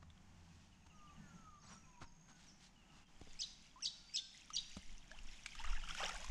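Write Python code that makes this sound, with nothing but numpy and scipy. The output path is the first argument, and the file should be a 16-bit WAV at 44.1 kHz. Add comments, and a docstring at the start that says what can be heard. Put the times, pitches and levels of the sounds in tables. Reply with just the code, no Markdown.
"""A cast net is hauled in at a muddy pond, under a breeze that buffets the microphone and a far low hum that fades.
Wet rope rustles in clumps of friction grains while far birds twitter and whistle in gliding tones and an insect,
a pulsed narrow resonance, trills. Damped low knocks hit the mud, and a small bird chirps four times close by.
Bubbles gulp up with climbing pitch, fine drops hiss, and heavy drops smack and ring. At last the net lifts clear
and sheds its water in spurts, made of swarms of ringing bubbles and drop impacts."""
import sys
import numpy as np
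from scipy import signal
from scipy.fft import rfft, irfft, next_fast_len
from scipy.io import wavfile
from scipy.ndimage import uniform_filter1d, map_coordinates

SR = 44100
rng = np.random.default_rng(int(sys.argv[2]) if len(sys.argv) > 2 else 0)


def write(x):
    x = np.atleast_2d(x).T
    wavfile.write(sys.argv[1], SR, np.round(np.clip(x, -1, 1) * 32767).astype(np.int16))

N = 278077


def amp(db):
    """Decibels to gain."""
    return 10 ** (np.asarray(db) / 20)


def unit(x):
    """Scale x to rms 1."""
    return x / np.sqrt(np.mean(x ** 2) + 1e-20)


def along(points, hz):
    """Read (Hz, value) points on a log frequency axis."""
    f, v = np.transpose(points)
    return np.interp(np.log(hz + 1), np.log(f + 1), v)


def curves(rows):
    """Draw one value per sample for each column after the time."""
    s, *columns = np.transpose(rows)
    t = np.arange(N) / SR
    return [np.interp(t, np.sort(s), column) for column in columns]


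def wobble(rate):
    """A smooth random curve with rate knots a second."""
    knots = rng.standard_normal(int(N * rate / SR) + 4)
    fine = np.arange(len(knots) * 10) / 10
    smooth = map_coordinates(knots, [fine], mode="nearest")
    return np.interp(np.arange(N) * rate / SR, fine, smooth)


def filtered(x, response):
    """Multiply the spectrum of x by a response of frequency."""
    size = next_fast_len(N + SR // 2)
    hz = np.fft.rfftfreq(size, 1 / SR)
    return irfft(rfft(x, size) * response(hz), size)[:N]


def coloured(x, spectrum):
    """Shape x with a spectrum of (Hz, dB) points and bring it to rms 1."""
    return unit(filtered(x, lambda hz: amp(along(spectrum, hz))))


def noise(spectrum):
    """Noise of rms 1 with a spectrum."""
    return coloured(rng.standard_normal(N), spectrum)


def phase_of(hz):
    """Running phase of a pitch curve."""
    return 2 * np.pi * np.cumsum(hz) / SR


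def add(track, s, sound):
    """Mix a sound into a track at s seconds."""
    part = track[max(round(s * SR), 0):][:len(sound)]
    part += sound[:len(part)]


def surges(rows):
    """Gain of overlapping surges that grow and fade exponentially, summed as powers."""
    t = np.arange(N) / SR
    power = 0
    for s, db, rise, fall in rows:
        distance = np.maximum((s - t) / rise, (t - s) / fall)
        power = power + (amp(db) * np.exp(-distance)) ** 2
    return np.sqrt(power)


def bubbles(count, low_hz, high_hz, cycles, spread_db, rise):
    """A steady swarm of bubbles; each rings some cycles while its pitch rises."""
    when, pitch, strength, life = rng.random((count, 4), dtype=np.float32).T[:, :, None]
    hz = low_hz * (high_hz / low_hz) ** pitch
    decay = cycles * (.5 + life) / hz
    index = np.arange(min(int(2 * cycles / low_hz * SR), SR // 40))
    t = index.astype(np.float32) / SR
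    gain = amp(-spread_db * np.log(strength + .04)) * np.sqrt(hz / low_hz)
    envelope = (1 - np.exp(-t * hz)) * np.exp(-t / decay) * (1 - t / t[-1])
    bend = 1 + rise * np.tanh(t / decay / 2) / 2
    ring = gain * envelope * np.sin(2 * np.pi * hz * t * bend)
    position = (when * N).astype(int) + index
    return unit(np.bincount(position.ravel(), ring.ravel(), N)[:N])


def crackle(count, spread_db):
    """Scattered impulses, a few large among many small."""
    when, strength, sign = rng.random((count, 3)).T
    impulses = np.sign(sign - .5) * amp(-spread_db * np.log(strength + 0.037))
    return np.bincount((when * N).astype(int), impulses, N)


def banks(x, early_db, tail_db):
    """The ground answers within milliseconds; banks and trees add a thin long tail."""
    # Decay of the tail. Each row: frequency in Hz, t60 in seconds.
    tail_decay = [(300, 1), (3500, 0.63), (6000, 0.81), (10000, 0.53)]
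    hz, t, z = signal.stft(rng.standard_normal(SR), SR, nperseg=256)
    fading = amp(-60 * t / along(tail_decay, hz)[:, None])
    tail = signal.istft(z * fading, SR, nperseg=256)[1]
    t = np.arange(len(tail)) / SR
    early = rng.standard_normal(len(t)) * amp(-60 * t / 0.12) * (t > .003)
    echo = amp(early_db) * early / np.linalg.norm(early)
    echo = echo + amp(tail_db) * tail / np.linalg.norm(tail)
    return x + signal.fftconvolve(x, echo)[:len(x)]


def breeze(air_db=-67.5):
    """Outdoor hush, a low rumble and slow wind buffets on the microphone, each as shaped noise."""
    # Colours of hush, wind and rumble. Each row: frequency in Hz, relative level in dB.
    air_colour = [(25, 5.5), (50, 0), (113, -10), (188, -3.5), (300, -10), (470, -21.5), (800, -12),
                  (1150, -17.5), (2840, -21), (3900, -26.5), (6800, -23.5), (9500, -38.5), (13200, -46.5),
                  (15500, -53)]
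    buffet_colour = [(6, -8), (12, 8.5), (24, -7), (36, -5), (50, -14), (80, -33), (150, -52), (400, -51),
                     (1000, -110)]
    rumble_colour = [(50, -22.5), (85, -12), (118, -14.5), (160, 1.5), (205, -4), (270, -24.5), (450, -28),
                     (1000, -83)]
    # Wind gusts and rumble swells. Each row: peak in seconds, level in dB, rise and fall in seconds.
    gusts = [(2.02, -55, 0.032, 0.073), (3.27, -52.5, 0.087, 0.17), (4.6, -55.5, 0.071, 0.13),
             (4.78, -50.5, .02, .03), (4.9, -41, 0.046, 0.039), (5.22, -47.5, 0.12, 0.14),
             (5.7, -33.5, 0.064, 0.12), (6.31, -38.5, 0.14, 0.11)]
    swells = [(.03, -65.5, 0.033, 0.043), (1.2, -53.5, .02, 0.033), (1.35, -57.5, .04, 0.049),
              (1.72, -57.5, 0.027, 0.034), (2.3, -69, .3, .1), (4.57, -67.5, 0.069, 0.068),
              (6.05, -67, 0.4, 0.28)]
    calm_db, rumble_db, rumble_fade_db_per_s = -75.5, -69, 2.5  # floors between gusts and swells
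    dip_s, dip_half_s, dip_db = 3.06, 0.02, -10  # the hush dips briefly
    t = np.arange(N) / SR
    dip = dip_db * np.exp(-((t - dip_s) / dip_half_s) ** 4)
    hush = amp(air_db + dip + 1.53 * wobble(4.405)) * noise(air_colour)
    buffets = np.hypot(amp(calm_db), surges(gusts)) * noise(buffet_colour)
    rumble_floor = amp(rumble_db - rumble_fade_db_per_s * t)
    rumble = np.hypot(rumble_floor, surges(swells)) * noise(rumble_colour)
    return hush + buffets + rumble


def hum(hum_hz=85, width_hz=7):
    """A faint low hum, noise through a narrow resonance, wavers and dies away."""
    # Each row: time in seconds, level in dB.
    hum_level = [(0, -69), (.85, -65.5), (1.0, -78), (1.6, -70.5), (2.2, -89)]
    tone = filtered(rng.standard_normal(N), lambda hz: 1 / (1 + ((hz - hum_hz) / width_hz) ** 2))
    return amp(curves(hum_level)[0]) * unit(tone)


def rope():
    """Each pull is a clump of friction grains, dull from the coils and hissing from the wet line."""
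    # Wet rope drawn through the hands. Each row: loudest moment in seconds, level in dB,
    # spread of the bell-shaped swell in seconds, hiss share of the power (0-1).
    rustles = [(0.029, -58, 0.004, 0), (0.57, -73.5, 0.14, 0.7), (.868, -60, 0.0034, 0.17),
               (1.644, -60.5, 0.011, 0), (1.716, -59, 0.033, 0.14), (2.027, -51.5, 0.012, 0.06),
               (2.301, -63, .013, 0.16), (2.44, -68, 0.061, 0.96), (2.646, -65.5, .029, 0.98),
               (2.976, -68, 0.038, 0.42), (3.457, -66.5, 0.067, 0.98)]
    # Colours of the dull and hissing grains. Each row: frequency in Hz, relative level in dB.
    dull_colour = [(100, 11), (220, 8), (450, -9), (1050, 5.5), (1700, -2.5), (3000, -12), (6500, -16.5),
                   (10000, -44), (15000, -65)]
    hiss_colour = [(500, -29), (1500, -3), (3000, 0.5), (6500, -1), (8000, -7), (10000, -19.5),
                   (15000, -42)]
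    t = np.arange(N) / SR
    dull = coloured(crackle(count=14000, spread_db=1), dull_colour)
    hiss = coloured(crackle(count=25000, spread_db=3.5), hiss_colour)
    pulls = np.zeros(N)
    for s, db, spread, share in rustles:
        share = np.clip(share, 0, 1)
        on = np.abs(t - s) < 4 * spread
        swell = np.exp(-.5 * ((t[on] - s) / spread) ** 2)
        grains = np.sqrt(1 - share) * dull[on] + np.sqrt(share) * hiss[on]
        pulls[on] += amp(db) * swell * grains
    return pulls


def smacks(hits):
    """Short wet smacks at (s, dB): decaying noise bursts, dull above the middle treble."""
    # Each row: frequency in Hz, gain in dB.
    smack_colour = [(300, -32), (1200, 5.5), (3500, 4.5), (7500, 2), (10000, -12.5), (12000, -26),
                    (15000, -26)]
    smack_t60_s = 0.025
    level, t = np.zeros(N), np.arange(SR // 8) / SR
    for s, db in hits:
        add(level, s, amp(db - 60 * t / smack_t60_s))
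    return filtered(level * rng.standard_normal(N), lambda hz: amp(along(smack_colour, hz)))


def heavy_drops():
    """Each drop smacks the surface and traps a bubble; the lower its note, the longer it rings."""
    # Each row: start in seconds, smack level in dB before its colour, bubble pitch in Hz, bubble level in dB.
    drop_rows = [(.102, -63.5, 3420, -53), (.177, -74, 3100, -58.5), (4.503, -51.5, 1220, -43),
                 (5.115, -54, 1630, -42.5), (5.188, -59, 2690, -44.5), (5.461, -40, 2230, -36.5),
                 (5.552, -48, 1180, -55), (5.64, -51, 1960, -40), (5.645, -58, 1185, -40.5),
                 (5.731, -58, 1330, -41.5), (5.765, -57, 1700, -42), (5.888, -46.5, 2570, -40),
                 (5.907, -58, 1350, -40.5), (5.949, -45, 1400, -40.5), (6.004, -50, 760, -40),
                 (6.04, -47, 3500, -30.5), (6.064, -46, 820, -44), (6.093, -39.5, 1310, -36),
                 (6.162, -48, 825, -46.5), (6.244, -44.5, 986, -44.5)]
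    ring_cycles, ring_rise = 43.3, 0.21  # cycles to fall 60 dB, share by which the pitch rises meanwhile
    pond, t = np.zeros(N), np.arange(SR // 8) / SR
    for s, _, hz, db in drop_rows:
        age = np.minimum(t * hz / ring_cycles, 2)
        envelope = amp(db - 60 * age) * (1 - np.exp(-2 * t * hz))
        add(pond, s, envelope * np.sin(phase_of(hz * (1 + ring_rise * age))))
    return pond + smacks([(s, db) for s, db, _, _ in drop_rows])


def twitters(flutter_db=4.5):
    """Runs of tiny swept notes, each a little different, with a fast flutter in level."""
    # Far birds' runs. Each row: first and last moment in seconds, notes a second, note length in seconds,
    # middle pitch in Hz, sweep in octaves, random variety in octaves, typical level in dB before flutter.
    runs = [(0.272, .72, 9.7, 0.05, 2756, -.36, 0.027, -84),
            (.712, 1.2, 11.5, .05, 2790, -.42, 0.027, -73.5),
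            (1.598, 1.77, 70, .022, 5500, 0.105, 0.28, -72.5),
            (1.823, 1.96, 9.8, .044, 2515, -0.29, 0.022, -75),
            (2.755, 3.05, 24, .05, 2784, -0.16, 0.078, -75.5)]
    song = np.zeros(N)
    for first, last, rate, length, hz, sweep, variety, db in runs:
        u = np.linspace(0, 1, int(length * SR))
        starts = np.arange(first, last, 1 / rate)
        for s, (pitch, bend, size) in zip(starts, rng.standard_normal((40, 3))):
            octaves = variety * pitch + (sweep + variety * bend) * (u - .5)
            swell = np.sqrt(2) * np.sin(np.pi * u)
            add(song, s, amp(db + 2 * size) * swell * np.sin(phase_of(hz * 2 ** octaves)))
    return song * amp(flutter_db * (wobble(180) - .5))


def insect(carrier_hz=6500, width_hz=170, pulse_hz=67.8):
    """A narrow resonance stroked by fast wing beats, in one long trill."""
    # Each row: time in seconds, level in dB; the first and last rows bound the trill.
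    trill = [(.72, -86), (1.0, -82.5), (1.5, -80), (2.15, -78.5), (2.42, -78)]
    t = np.arange(N) / SR
    singing = np.clip(np.minimum(t - trill[0][0], trill[-1][0] - t) * 20, 0, 1)
    resonance = filtered(rng.standard_normal(N), lambda hz: 1 / (1 + ((hz - carrier_hz) / width_hz) ** 4))
    strokes = (1 + np.sin(phase_of(pulse_hz * (1 + .012 * wobble(3.3))))) ** 2
    return singing * amp(curves(trill)[0]) * unit(unit(resonance) * strokes)


def far_birds(waver_db=-1.0):
    """Soft gliding whistles and short high slurs, each a swelling sine."""
    # Long whistles. Each row: start and length in seconds, start and end pitch in Hz, nominal level in dB.
    whistles = [(.91, 0.29, 1268, 1128, -70), (1.13, .25, 1900, 1603, -79), (1.167, .21, 1567, 1300, -75.5),
                (1.339, .29, 1385, 1126, -68.5), (1.711, .082, 1287, 1353, -70.5),
                (1.843, .23, 1040, 917, -72), (2.26, 0.15, 1576, 1418, -76), (2.833, 0.13, 1306, 1295, -77),
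                (3.243, .14, 4830, 4720, -79.5), (3.266, .082, 3550, 3550, -77),
                (3.932, .15, 1457, 1376, -80), (4.06, .1, 4600, 4820, -68), (4.141, 0.16, 1560, 1568, -79)]
    # Thin high slurs. Each row: start in seconds, start and end pitch in Hz, nominal level in dB.
    slurs = [(.94, 6230, 5380, -77.5), (1.26, 6550, 6880, -74.5), (1.338, 6900, 5180, -77),
             (1.61, 4860, 3830, -77), (1.662, 3600, 7000, -68), (1.708, 5990, 5480, -66.5),
             (1.64, 8060, 7650, -74.5), (2.052, 5900, 4550, -77), (2.465, 6480, 4920, -67.5),
             (2.5, 5300, 6670, -73.5)]
    slur_s = .045  # length of every slur
    song = np.zeros(N)
    for s, length, start_hz, end_hz, db in list(whistles) + [(s, slur_s, *rest) for s, *rest in slurs]:
        u = np.linspace(0, 1, int(length * SR))
        swell = 1.52 * np.abs(np.sin(np.pi * u)) ** 0.63
        glide_hz = start_hz * (end_hz / start_hz) ** u
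        add(song, s, amp(db) * swell * np.sin(phase_of(glide_hz)))
    return song * amp(waver_db * wobble(25.04))


def dribble(fizz_db=-1.5, tick_db=-8, flutter_db=2.84):
    """A soft hiss of fine drops from the wet line and mesh, with tiny bubbles and a few high ticks in it."""
    # Each row: time in seconds, level in dB before flutter.
    dribble_level = [(3.05, -84), (3.25, -69), (3.7, -72), (4.1, -71.5), (4.75, -64), (5.0, -68.5),
                     (5.5, -62.5), (6.3, -56)]
    # Each row: frequency in Hz, relative level in dB.
    drizzle_colour = [(500, -41), (1400, -5), (2200, 1.5), (3200, 3.5), (4200, -4.5), (5500, -1),
                      (7000, -3.5), (8200, -12), (10000, -16), (15000, -40)]
    fizz = bubbles(count=1500, low_hz=1900, high_hz=9000, cycles=10, spread_db=4.3, rise=.1)
    ticks = bubbles(count=250, low_hz=5000, high_hz=11000, cycles=3, spread_db=5.5, rise=.1)
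    drizzle = noise(drizzle_colour)
    drizzle = drizzle + amp(fizz_db) * coloured(fizz, drizzle_colour)
    drizzle = drizzle + amp(tick_db) * coloured(ticks, drizzle_colour)
    return amp(curves(dribble_level)[0] + flutter_db * wobble(12)) * unit(drizzle)


def thuds():
    """Mud gives a damped low note over a deep push, a short squelch and a wet smack."""
    # Soft knocks. Each row: start in seconds, note in Hz, note level in dB, t60 in seconds,
    # squelch level and wet smack level in dB relative to the note.
    knock_rows = [(3.213, 305, -47.5, 0.037, -1.5, -8.5), (3.272, 182, -57.5, 0.075, 1, -15),
                  (4.768, 190, -40, .071, -10, -8.5)]
    deep_hz, deep_db, deep_t60_s = 73, -3, 0.079  # the ground's push, relative to the note
    knocks, t = np.zeros(N), np.arange(SR // 4) / SR
    squelch = noise([(100, 5.5), (400, 6.5), (750, 4), (1300, -6.5), (5000, -54)])
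    attack = 1 - np.exp(-t / .0008)
    push = amp(deep_db - 60 * t / deep_t60_s) * np.sin(2 * np.pi * deep_hz * t)
    for s, hz, db, t60, squelch_db, _ in knock_rows:
        puff = amp(squelch_db - 60 * t / 0.031) * squelch[round(s * SR):][:len(t)]
        note = amp(-60 * t / t60) * np.sin(2 * np.pi * hz * t)
        add(knocks, s, amp(db) * attack * (note + push + puff))
    return knocks + smacks([(s, db + smack_db) for s, _, db, _, _, smack_db in knock_rows])


def chirp(opening_pitch, tilt, opening_length, flip_pitch, trough_pitch, swing_length, swing_db,
          swing_octave_db, rasp, waver, rasp_db=-8):
    """One chirp opens on a strong octave, then flips up and swings down in a purer, slightly raspy tone."""
    # The shape all chirps share. Each row: seconds from the top of the flip, pitch in Hz,
    # level in dB and octave overtone in dB, all before the manner of the single chirp.
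    shape = [(-.032, 3010, -60.5, 9), (-.021, 2682, -56.5, 13), (-.008, 2864, -57, 15),
             (-.003, 4404, -44, -9.5), (0, 5070, -38, -32), (.003, 4500, -39, -24), (.007, 3503, -42, -9),
             (0.011, 2886, -51.5, 0.5), (.018, 3636, -42, -29), (.022, 3958, -39.5, -19.5),
             (.035, 3500, -61, -23)]
    s, hz, db, octave_db = np.transpose(shape)
    # which points belong to each part
    opening, flip, trough, rebound = np.repeat(np.eye(4), [3, 3, 2, 3], axis=1)
    swing = trough + rebound
    tilted = opening_pitch * 2 ** (tilt * (s - np.average(s, weights=opening)))
    hz = hz * (opening * tilted + (flip + rebound) * flip_pitch + trough * trough_pitch)
    db, octave_db = db + swing * swing_db, octave_db + swing * swing_octave_db
    s = np.sort(s * (opening * opening_length + flip + swing * swing_length))
    t = np.arange(s[0], s[-1], 1 / SR)
    hz, db, octave_db = [np.interp(t, s, column) for column in (hz, db, octave_db)]
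    hz = uniform_filter1d(hz, size=130)  # rounds the corners of the pitch curve
    gate = np.clip(np.minimum(t - t[0], t[-1] - t) / 0.0015, 0, 1)
    sweep = np.tanh(np.abs(np.gradient(hz)) * SR / 200000)  # the voice breaks up where its pitch moves fastest
    phase = phase_of(hz * waver[:len(t)])
    voice = amp(rasp_db) * sweep * rasp[:len(t)]
    for order, level in enumerate([0, octave_db, octave_db - 6, octave_db - 6], 1):
        beak = 1 / (1 + (order * hz / 7900) ** 16)  # high overtones radiate poorly
        voice = voice + amp(level) * beak * np.sin(order * phase)
    return t[0], np.sqrt(2) * gate * amp(db) * voice


def off_the_pond(x, delay=.0085, db=-12):
    """A single reflection from the water and shore, delay in seconds, muddles fast sweeps."""
    index = np.arange(len(x))
    return x + amp(db) * np.interp(index - delay * SR, index, x)


def near_bird(rough=0.014, flutter_db=2):
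    """The bird moves between chirps, so each one finds its own echo."""
    # Each row: top of the flip in seconds, level offset in dB, opening pitch ratio, opening tilt in octaves
    # a second, opening length ratio, flip pitch ratio, trough pitch ratio, swing length ratio,
    # swing level offset in dB, swing octave overtone offset in dB.
    chirp_rows = [(3.4171, -1.5, .945, 13, .83, 1.024, 1, 1.1, 0.5, 3.5),
                  (3.856, .5, 1.0, -6, 1.05, 1, 0.99, 1.06, -1, 4.5),
                  (4.169, 1, .93, -2, 0.97, .93, .94, .97, 1, -0.5),
                  (4.566, 0, 1.055, -1.5, 1.03, 1.0, 0.94, 0.97, 2.5, -11)]
    song = np.zeros(N)
    waver = 1 + rough * wobble(700)
    flutter = amp(flutter_db * wobble(330) - 1.0)
    rasp = noise([(2000, -58), (3000, -6), (4500, 7), (6500, 1), (8000, -18), (10000, -46), (15000, -43)])
    for s, db, *manner in chirp_rows:
        at = round(s * SR)
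        lead, call = chirp(*manner, rasp[at:], waver[at:])
        call = np.pad(call * flutter[at:][:len(call)], (0, SR))  # room for the echo
        add(song, s + lead, amp(db) * banks(off_the_pond(call), early_db=-12.5, tail_db=-11.0))
    return song


def gulps():
    """A bubble's pitch climbs ever faster as it nears the surface, where it bursts."""
    # Large bubbles in shallow water. Each row: start in seconds, starting pitch in Hz, level in dB,
    # t60 in seconds, time in which the pitch doubles in seconds.
    gulp_rows = [(3.759, 1007, -55.5, 0.25, .063), (4.346, 2020, -56, 0.047, .034),
                 (5.109, 614, -62.5, 0.64, .053)]
    pond, t = np.zeros(N), np.arange(SR // 6) / SR
    for s, hz, db, t60, doubling in gulp_rows:
        climb = np.minimum((t / doubling) ** 2.8, 2)
        alive = np.clip(2 * (2 - climb), 0, 1) * (1 - np.exp(-2 * t * hz))  # swells within one cycle
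        add(pond, s, amp(db - 60 * t / t60) * alive * np.sin(phase_of(hz * (1 + climb))))
    return pond


def pouring(flutter_db=1.5, splatter_db=-5, impact_db=-5, level_db=-1):
    """Water streams out of the lifted mesh in spurts: ringing bubbles, short splatter and drop impacts."""
    # Spurts from the mesh, before trim and flutter, and big bubbles as the weighted hem leaves the water.
    # Each row: peak in seconds, level in dB, rise and fall in seconds.
    spurts = [(5.12, -69.5, .05, 0.28), (5.605, -48.5, 0.021, 0.013), (5.65, -50, 0.012, 0.14),
              (5.91, -50.5, 0.04, 0.015), (6.0, -45, 0.015, 0.079), (6.05, -44.5, 0.056, 0.11)]
    gurgle = [(6.03, -52.5, .035, 0.12)]
    # Each row: frequency in Hz, relative level in dB.
    water_colour = [(200, -9), (400, -9), (560, -14), (850, -2.5), (1500, -2), (2300, -1.5), (3200, 0.5),
                    (4200, -13), (5300, -3.5), (7400, -9), (9500, -20), (12000, -30), (15500, -29)]
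    ringing = bubbles(count=2000, low_hz=620, high_hz=5500, cycles=9, spread_db=4.5, rise=.2)
    splatter = bubbles(count=4000, low_hz=900, high_hz=11000, cycles=4, spread_db=4.5, rise=.1)
    deep = bubbles(count=900, low_hz=480, high_hz=1000, cycles=5, spread_db=3.5, rise=.2)
    impacts = crackle(count=9000, spread_db=5)
    stream = coloured(ringing, water_colour)
    stream = stream + amp(splatter_db) * coloured(splatter, water_colour)
    stream = stream + amp(impact_db) * coloured(impacts, water_colour)
    flow = surges(spurts) * amp(level_db + flutter_db * wobble(45))
    return flow * unit(stream) + surges(gurgle) * deep


def scene():
    """Birds, hauling and weather at the pond's edge."""
    haul = rope() + thuds() + gulps() + heavy_drops() + pouring() + dribble()
    far = banks(far_birds() + twitters() + insect(), early_db=-10, tail_db=-5.5)
    near = banks(haul, early_db=-16.5, tail_db=-19.0) + near_bird()
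    return (near + far + breeze() + hum())[None]


def record(dry):
    """A steep band limit removes the highest treble."""
    top_hz = 15200
    return filtered(dry[0], lambda hz: hz < top_hz)[None]


dry = scene()
out = record(dry)
write(out)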